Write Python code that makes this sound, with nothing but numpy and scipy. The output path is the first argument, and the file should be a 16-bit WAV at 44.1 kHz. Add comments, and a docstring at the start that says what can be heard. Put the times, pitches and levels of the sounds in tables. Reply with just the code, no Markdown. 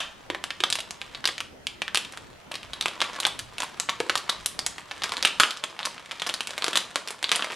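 """A stiff foil bag is turned in the hands over a box of foam peanuts on a bench.
Its creases flip one by one, each a sharp snap coloured by the air pocket behind the fold,
over a fine crackle of tiny creases and rubbing peanuts. The bench top throws each snap back,
a small room rings on, and the room's low hum lies under it all."""
import sys
import numpy as np
from scipy import signal
from scipy.io import wavfile
from scipy.ndimage import uniform_filter1d, minimum_filter1d

SR = 44100
rng = np.random.default_rng(int(sys.argv[2]) if len(sys.argv) > 2 else 0)


def int16_out(signal):
    """Quantize to a 16-bit WAV file."""
    q = np.round(np.clip(np.atleast_2d(signal).T, -1, 1) * 32767)
    wavfile.write(sys.argv[1], SR, q.astype(np.int16))


N = 332955


def gain_of(db):
    """Decibels to an amplitude factor."""
    return 10 ** (np.asarray(db) / 20)


def unit_rms(x):
    """The signal scaled to rms 1."""
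    return x / np.sqrt(np.mean(x ** 2) + 1e-20)


def curve_at(points, hz):
    """A curve's values at hz, interpolated along log frequency."""
    point_hz, value = np.transpose(points)
    return np.interp(np.log(hz + 1), np.log(point_hz + 1), value)


def minimum_phase(db):
    """Two-sided spectra of the given colour whose responses start at once."""
    return np.exp(np.conj(signal.hilbert(np.maximum(db, -100) * np.log(10) / 20)))


# The common colour of every crease. Each row: frequency in Hz, relative level in dB.
BASE_EQ = [(50, -47.5), (150, -15), (500, -7.5), (1350, -1.5), (2210, -2.5), (3410, 0.5), (5790, -10.5),
           (10000, -17), (12500, -28.5), (16400, -61)]
# A crease's three tone controls: body, crack and sizzle frequencies in Hz.
TONE_BANDS_HZ = [900, 3200, 8500]
def creases(body_db, sizzle_db, pitch_hz, burst_s, size=1024):
    """Creases flip: a burst and a faint shiver, coloured by an air pocket; energy 1 at 1.8-5.5 kHz."""
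    t, hz = np.arange(size) / SR, abs(np.fft.fftfreq(size, 1 / SR))
    noise = rng.standard_normal((len(pitch_hz), size + 1))
    flip_s = burst_s[:, None] * np.exp(.4 * noise[:, :1])
    attack = np.minimum(1.6 * t / flip_s, 1)
    decay = np.exp(-t / flip_s) + .09 * np.exp(-t / .004)
    burst = np.fft.fft(noise[:, 1:] * decay * attack)
    burst /= uniform_filter1d(abs(burst), size=11, axis=1) ** .6  # flatter, so the fold sets the pitch
    tone_db = np.array([curve_at(list(zip(TONE_BANDS_HZ, (body, 0, sizzle))), hz)
                        for body, sizzle in zip(body_db, sizzle_db)])
    bigness = 1 / (1 + (pitch_hz[:, None] / 700) ** 4)
    peak_db, width = 7.5 + 6 * bigness, .2 + .15 * bigness  # big pockets boom more and are damped more
    pocket_db = peak_db * np.exp(-(np.log((hz + 1) / pitch_hz[:, None]) / width) ** 2)
    spectra = burst * minimum_phase(curve_at(BASE_EQ, hz) + tone_db + pocket_db)
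    crack_band = spectra[:, (hz > 1800) & (hz < 5500)]
    spectra /= np.sqrt((abs(crack_band) ** 2).sum(axis=1, keepdims=True) / size)
    return np.roll(np.fft.ifft(spectra).real, 16, axis=1) * signal.windows.tukey(size, 1 / 32)


# How hard the hands work the bag. Each row: time in seconds, base crackle level in dB.
CRACKLE_FADER = [(0.0, -57), (0.901, -56.5), (1.15, -49.5), (1.58, -80), (2.14, -49), (2.26, -56),
                 (2.48, -57), (2.58, -54.5), (3.17, -41.5), (3.48, -55), (3.6, -49), (4.4, -49),
                 (4.87, -51), (5.08, -41), (5.35, -49.5), (5.9, -47), (6.03, -50), (6.25, -48.5),
                 (6.74, -44), (7.17, -52), (7.35, -43)]
def crackle(per_s=1200, size_db=5.0, tone_db=4, kinds=24):
    """Countless tiny creases and rubbing peanuts, swelling as the foil settles after each snap."""
    base_db = np.interp(np.arange(N) / SR, *np.transpose(CRACKLE_FADER))
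    onsets = np.zeros(N)
    onsets[(np.transpose(SNAP_CUES)[0] * SR).astype(int)] = 1
    settling = signal.oaconvolve(onsets, np.hanning(3000))[800:][:N]
    strength = gain_of(size_db * np.minimum(rng.exponential(1, N), 4))
    ticks = strength * (rng.random(N) < per_s / SR)
    kind = rng.integers(0, kinds, N)
    body, sizzle, pitch = rng.standard_normal((3, kinds))
    grains = creases(body_db=3.5 + tone_db * body, sizzle_db=.5 + tone_db * sizzle,
                     pitch_hz=2200 * np.exp(.7 * pitch), burst_s=np.full(kinds, .0006))
    rustle = sum(signal.oaconvolve(ticks * (kind == k), grain)[:N] for k, grain in enumerate(grains))
    return gain_of(base_db + 4.14 * np.minimum(settling, 3)) * unit_rms(rustle)


# The hum's colour. Each row: frequency in Hz, relative level in dB.
HUM_EQ = [(10, -10), (20, -13), (80, -3), (300, -5), (600, -7.5), (1500, -12), (5000, -22.5),
          (15000, -37.5), (16400, -51)]
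# Centred lows, wide highs. Each row: frequency in Hz, left-right correlation (1 is mono).
HUM_CORRELATION = [(30, 1), (400, 0), (1400, 0.033), (15000, 0.016)]
def room_hum(level_db=-50, drift_db=2.5, drop_s=5.42, drop_db=-3, extra_rumble_db=-7):
    """Low room noise whose colour drifts; it steps down once, the rumble under 80 Hz further still."""
    frames, hz = N // 512 + 5, np.fft.rfftfreq(2048, 1 / SR)
    left_re, left_im, apart_re, apart_im, drift = rng.standard_normal((frames, len(hz), 5)).T
    drift = unit_rms(uniform_filter1d(uniform_filter1d(drift, size=14, axis=0), size=8, axis=1))
    dropped = np.clip((np.arange(frames) * 512 / SR - drop_s) / .03, 0, 1)
    step_db = dropped * (drop_db + extra_rumble_db / (1 + (hz[:, None] / 80) ** 4))
    shared = np.clip(curve_at(HUM_CORRELATION, hz), -1, 1)[:, None]
    left = left_re + 1j * left_im
    right = shared * left + np.sqrt(1 - shared ** 2) * (apart_re + 1j * apart_im)
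    colour = gain_of(curve_at(HUM_EQ, hz)[:, None] + step_db + drift_db * drift)
    hum = signal.istft(np.array([left, right]) * colour, nperseg=2048, noverlap=1536)[1][:, :N]
    return gain_of(level_db) * unit_rms(hum)


# The room's decay. Each row: frequency in Hz, seconds to fall by 60 dB.
ROOM_DECAY = [(200, 0.52), (700, 0.43), (2000, 0.34), (5000, 0.34), (12000, 0.25)]
# Stereo width of the ring and the bag. Each row: frequency in Hz, relative side level in dB.
SIDE_EQ = [(60, -53), (200, 5), (700, -1), (1300, -3.5), (2400, -12.5), (4400, -1), (8000, 2.5),
           (15000, 14.5)]
def room_ring(source, tails=3, crossfades_per_s=9, early_db=12.1, side_db=-11):
    """A small room rings: crossfading tails of sparse reflections, the treble dying first."""
    ring, turn = np.zeros((2, N)), np.arange(N) / SR * crossfades_per_s
    for k in range(tails):
        taps = np.zeros((2, SR // 2))
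        slots = np.arange(100, SR // 2 - 12, 12)
        arrivals = slots + rng.integers(0, 12, (2, len(slots)))
        np.put_along_axis(taps, arrivals, rng.choice([-1., 1.], arrivals.shape), axis=1)
        hz, t, bands = signal.stft(taps, SR, nperseg=256)
        bands *= gain_of(-60 * t / curve_at(ROOM_DECAY, hz)[:, None] + early_db * np.exp(-t / .0047))
        bands[1] *= gain_of(curve_at(SIDE_EQ, hz) + side_db)[:, None]
        tail = signal.istft(bands, SR, nperseg=256)[1]
        tail /= np.linalg.norm(tail[0])
        fade = np.sqrt(2 / tails) * np.cos(np.pi * (turn + k / tails))
        ring += signal.fftconvolve((source * fade)[None], tail, axes=1)[:, :N]
    mid, side = ring
    return np.array([mid + side, mid - side])


# The featured snaps. Each row: start in seconds, level in dB, body in dB, sizzle in dB,
# air-pocket pitch in Hz. Body and sizzle boost or cut the foil's colour.
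SNAP_CUES = [(0.3014,-3,6.5,-3,364),(0.3477,-6,8,-2,1830),(0.4402,-3,4.5,8.5,3030),(0.5054,-3,-11,-9.5,1970),
             (0.604,-2,-3.5,-3,392),(0.6379,7.5,4,0,3530),(0.702,-2.5,-5,4,8300),(0.7263,4.5,-8,7.5,4400),
             (0.7546,-2.5,4,11,2880),(0.7877,-8,-4,-4,670),(0.8043,-6.5,-7,8,2880),(0.9087,-10,3.5,10,6300),
             (1.0158,-6,-1,-1.5,2480),(1.1489,-8.5,-6,-10.5,4300),(1.2419,-5,-2.5,-7,1210),(1.2551,7,-10,0,4800),
             (1.2752,1.5,-3,8,3000),(1.289,-4,5,0,1910),(1.3808,-6.5,-8,-2.5,1980),(1.4044,-3,-3,4,2730),
             (1.6693,0,-9,2,2600),(1.8195,0.5,3.5,-2,2450),(1.88,-5,-4,-6,1710),(1.9468,2.5,-4.5,1,9400),
             (1.9565,4,-13,5,2800),(1.9734,4,1,9.5,2850),(2.0491,-11.5,-9,2,3140),(2.124,-20,1,13.5,700),(2.1743,-13,-4,3,1370),
             (2.5147,-17,8,1,700),(2.5176,-9,-3,6,2750),(2.5415,-10.5,-7,-3,384),(2.5548,-6,-1,0.5,4540),(2.631,-14.5,-6,0,2780),
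             (2.7339,-5.5,-0.5,-1.5,3430),(2.8111,2,-5,8,3750),(2.824,-6,-6,5,4180),(2.8585,3.5,5.5,1.5,2630),
             (2.8829,-5.5,-4.5,2,625),(3.0045,-1,-2,-1,3530),(3.016,3.5,-2,-1.5,1020),(3.021,-1.5,5,-11,1820),
             (3.0415,-10,2,3,2420),(3.2015,-2,3.5,14.5,4000),(3.2315,-5,-1,-3,2880),(3.252,9,-6.5,-6.5,3900),
             (3.2673,-3,3.5,13.5,860),(3.392,-8,-3,13.5,2980),(3.3958,-8.5,-4,2,4300),(3.5827,-5.5,2,7,2650),
             (3.6026,-5.5,6,7.5,6500),(3.6214,-4,-1,4,2850),(3.6325,-8.5,7,6.5,965),(3.7996,-2,-5,8,7200),
             (3.889,-3.5,8,-26,2120),(3.8942,1.5,-1.5,-0.5,1120),(4.0026,-1.5,9,0,417),(4.0966,4.5,-2.5,-5,1380),
             (4.1552,1.5,5,6,1150),(4.176,-4,-11,6,4260),(4.293,-4,1,-4,1230),(4.2961,4,-3,6,4140),
             (4.4603,0,-8.5,12.5,11300),(4.5917,-1,4.5,12.5,4860),(4.6642,-0.5,0,10.5,7460),(4.7823,-11,7,2,1980),
             (4.9123,-8.5,1.5,-4,700),(5.02,-6,8,-1,4180),(5.0362,-2,-1.5,6,4700),(5.0403,-1.5,-2,4,1300),
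             (5.0939,-10.5,1,2,1290),(5.121,-4,-2,5,4030),(5.169,-3,-5,1,4100),(5.2269,2.5,-2,5,5260),
             (5.2331,-7.5,-2,3,540),(5.25,14.5,-0.5,-1,2830),(5.273,0.5,-9,0.5,2170),(5.3993,16,1.5,4.5,1350),
             (5.4346,7.5,-4.5,-14,1340),(5.508,-5,-11,11,4000),(5.512,-6,-14,2,3100),(5.572,-14.5,-19,2,5450),
             (5.639,-0.5,0.5,4,2980),(5.7915,-7,-3.5,-5,770),(5.8024,-10.5,0,-16,1130),(5.8299,-7,-2,-8,3750),
             (5.8532,-5.5,-0.5,7.5,1200),(5.857,-2.5,-5,12,5000),(5.9804,-15.5,-6,-12,1460),(6.0602,-18,-3,1,2060),
             (6.112,-8,-5,-5,1320),(6.1172,-7.5,-3,-1,1940),(6.198,-7.5,-5,1,4000),(6.2198,-1.5,6.5,3.5,3270),
             (6.265,-6.5,-0.5,-3,1040),(6.2693,-6,10,13,5140),(6.2916,-6,6,11,2700),(6.2961,-3,5,2,3570),
             (6.3404,-2.5,3.5,11.5,4500),(6.407,-0.5,2.5,4,2780),(6.4725,-6.5,-3,11,2470),(6.5072,-9.5,-3,4,593),
             (6.5799,-3.5,4,6,2150),(6.6227,-1.5,0.5,-3,4360),(6.6433,2,3,7.5,4560),(6.6651,-5.5,-1,2,1160),
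             (6.682,-3,4.5,3,370),(6.7312,-2.5,5,3,3300),(6.7561,4.5,4,4,3630),(6.7614,-1,-7,12,3010),
             (6.771,2.5,-3,-6,3240),(6.7737,5.5,7.5,15,3940),(6.8043,-13,4,13,3010),(6.9582,2,0,2,540),
             (7.0755,-9,6,11,4800),(7.0854,-9,-6,7,2670),(7.1063,-13.5,7.5,15,500),(7.2282,-4.5,2,5.5,1930),
             (7.242,4.5,-4,-3,4200),(7.2923,-1.5,-2,1,3850),(7.317,10,0.5,5.5,2640),(7.3264,-1.5,-9,-1,2100),
             (7.3529,-1,-9,0,3000),(7.3597,-2.5,1.5,8,10000),(7.3944,-8.5,6,-16,1240),(7.424,0,2,-8,2900),
             (7.4447,-6,7,3.5,2040),(7.5025,-11,4.5,-23,380),(7.5204,-12,-6,5,2530)]
# The bench's slap, shifting as the bag moves: delay and its spread in seconds, level and its spread in dB.
BENCH_SLAP = (.0044, .00025, -9.5, 2.5)
def snaps():
    """Loud creases: long folds are louder and slower to flip; each returns, smeared, from the bench."""
    track = np.zeros(N + SR)
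    start_s, level_db, body_db, sizzle_db, pitch_hz = np.transpose(SNAP_CUES)
    close = abs(start_s[None] - start_s[:, None]) < .035
    strong = level_db[None] > level_db[:, None] - 4
    crowd = np.minimum((close & strong).sum(axis=1) - 1, 3)  # neighbours drag and slow the flip
    cracks = creases(body_db, sizzle_db, pitch_hz, burst_s=.00045 * gain_of(.2 * level_db + 3 * crowd))
    noise = rng.standard_normal((len(start_s), 62))
    scatter = noise[:, 2:] * np.exp(-np.arange(60) / 14)  # things on the bench scatter the echo
    echoes = signal.fftconvolve(cracks, scatter, axes=1)
    echoes *= np.linalg.norm(cracks, axis=1, keepdims=True) / np.linalg.norm(echoes, axis=1, keepdims=True)
    delay_s, spread_s, slap_db, spread_db = BENCH_SLAP
    for at, db, crack, echo, (late, loud) in zip(start_s, level_db, cracks, echoes, noise[:, :2]):
        echo_s, echo_db = at + delay_s + spread_s * late, db + slap_db + spread_db * loud
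        track[round(at * SR) - 30:][:len(crack)] += gain_of(db) * crack
        track[round(echo_s * SR) - 36:][:len(echo)] += gain_of(echo_db) * echo
    return track[:N]


def scene(side_db=-25, ring_db=-7, opening_db=8):
    """The bag near the centre, the room's ring around it, the hum below."""
    bag = snaps() + crackle()
    # A snap just before the start is heard only as the room's ring.
    opening = creases(body_db=[0], sizzle_db=[0], pitch_hz=np.array([3000]), burst_s=np.array([.0015]))
    opening = gain_of(opening_db) * np.pad(opening[0], (0, N))[:N]
    side_colour = minimum_phase(curve_at(SIDE_EQ, abs(np.fft.fftfreq(512, 1 / SR))))
    side_filter = np.fft.ifft(side_colour).real[:256]
    side = gain_of(side_db) * signal.oaconvolve(bag, side_filter)[:N]
    return bag + np.array([-side, side]) + gain_of(ring_db) * room_ring(bag + opening) + room_hum()


def record(dry):
    """A quick limiter holds the loudest snaps at full scale; a low-pass then trims the very top."""
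    needed_gain = 1 / np.maximum(abs(dry).max(axis=0), 1)
    limiter_gain = uniform_filter1d(minimum_filter1d(needed_gain, size=89), size=89)  # 2 ms windows
    lowpass = signal.firwin(511, cutoff=16500, window=("kaiser", 9), fs=SR)
    return signal.oaconvolve(dry * limiter_gain, lowpass[None], "same")


dry = scene()
out = record(dry)
int16_out(out)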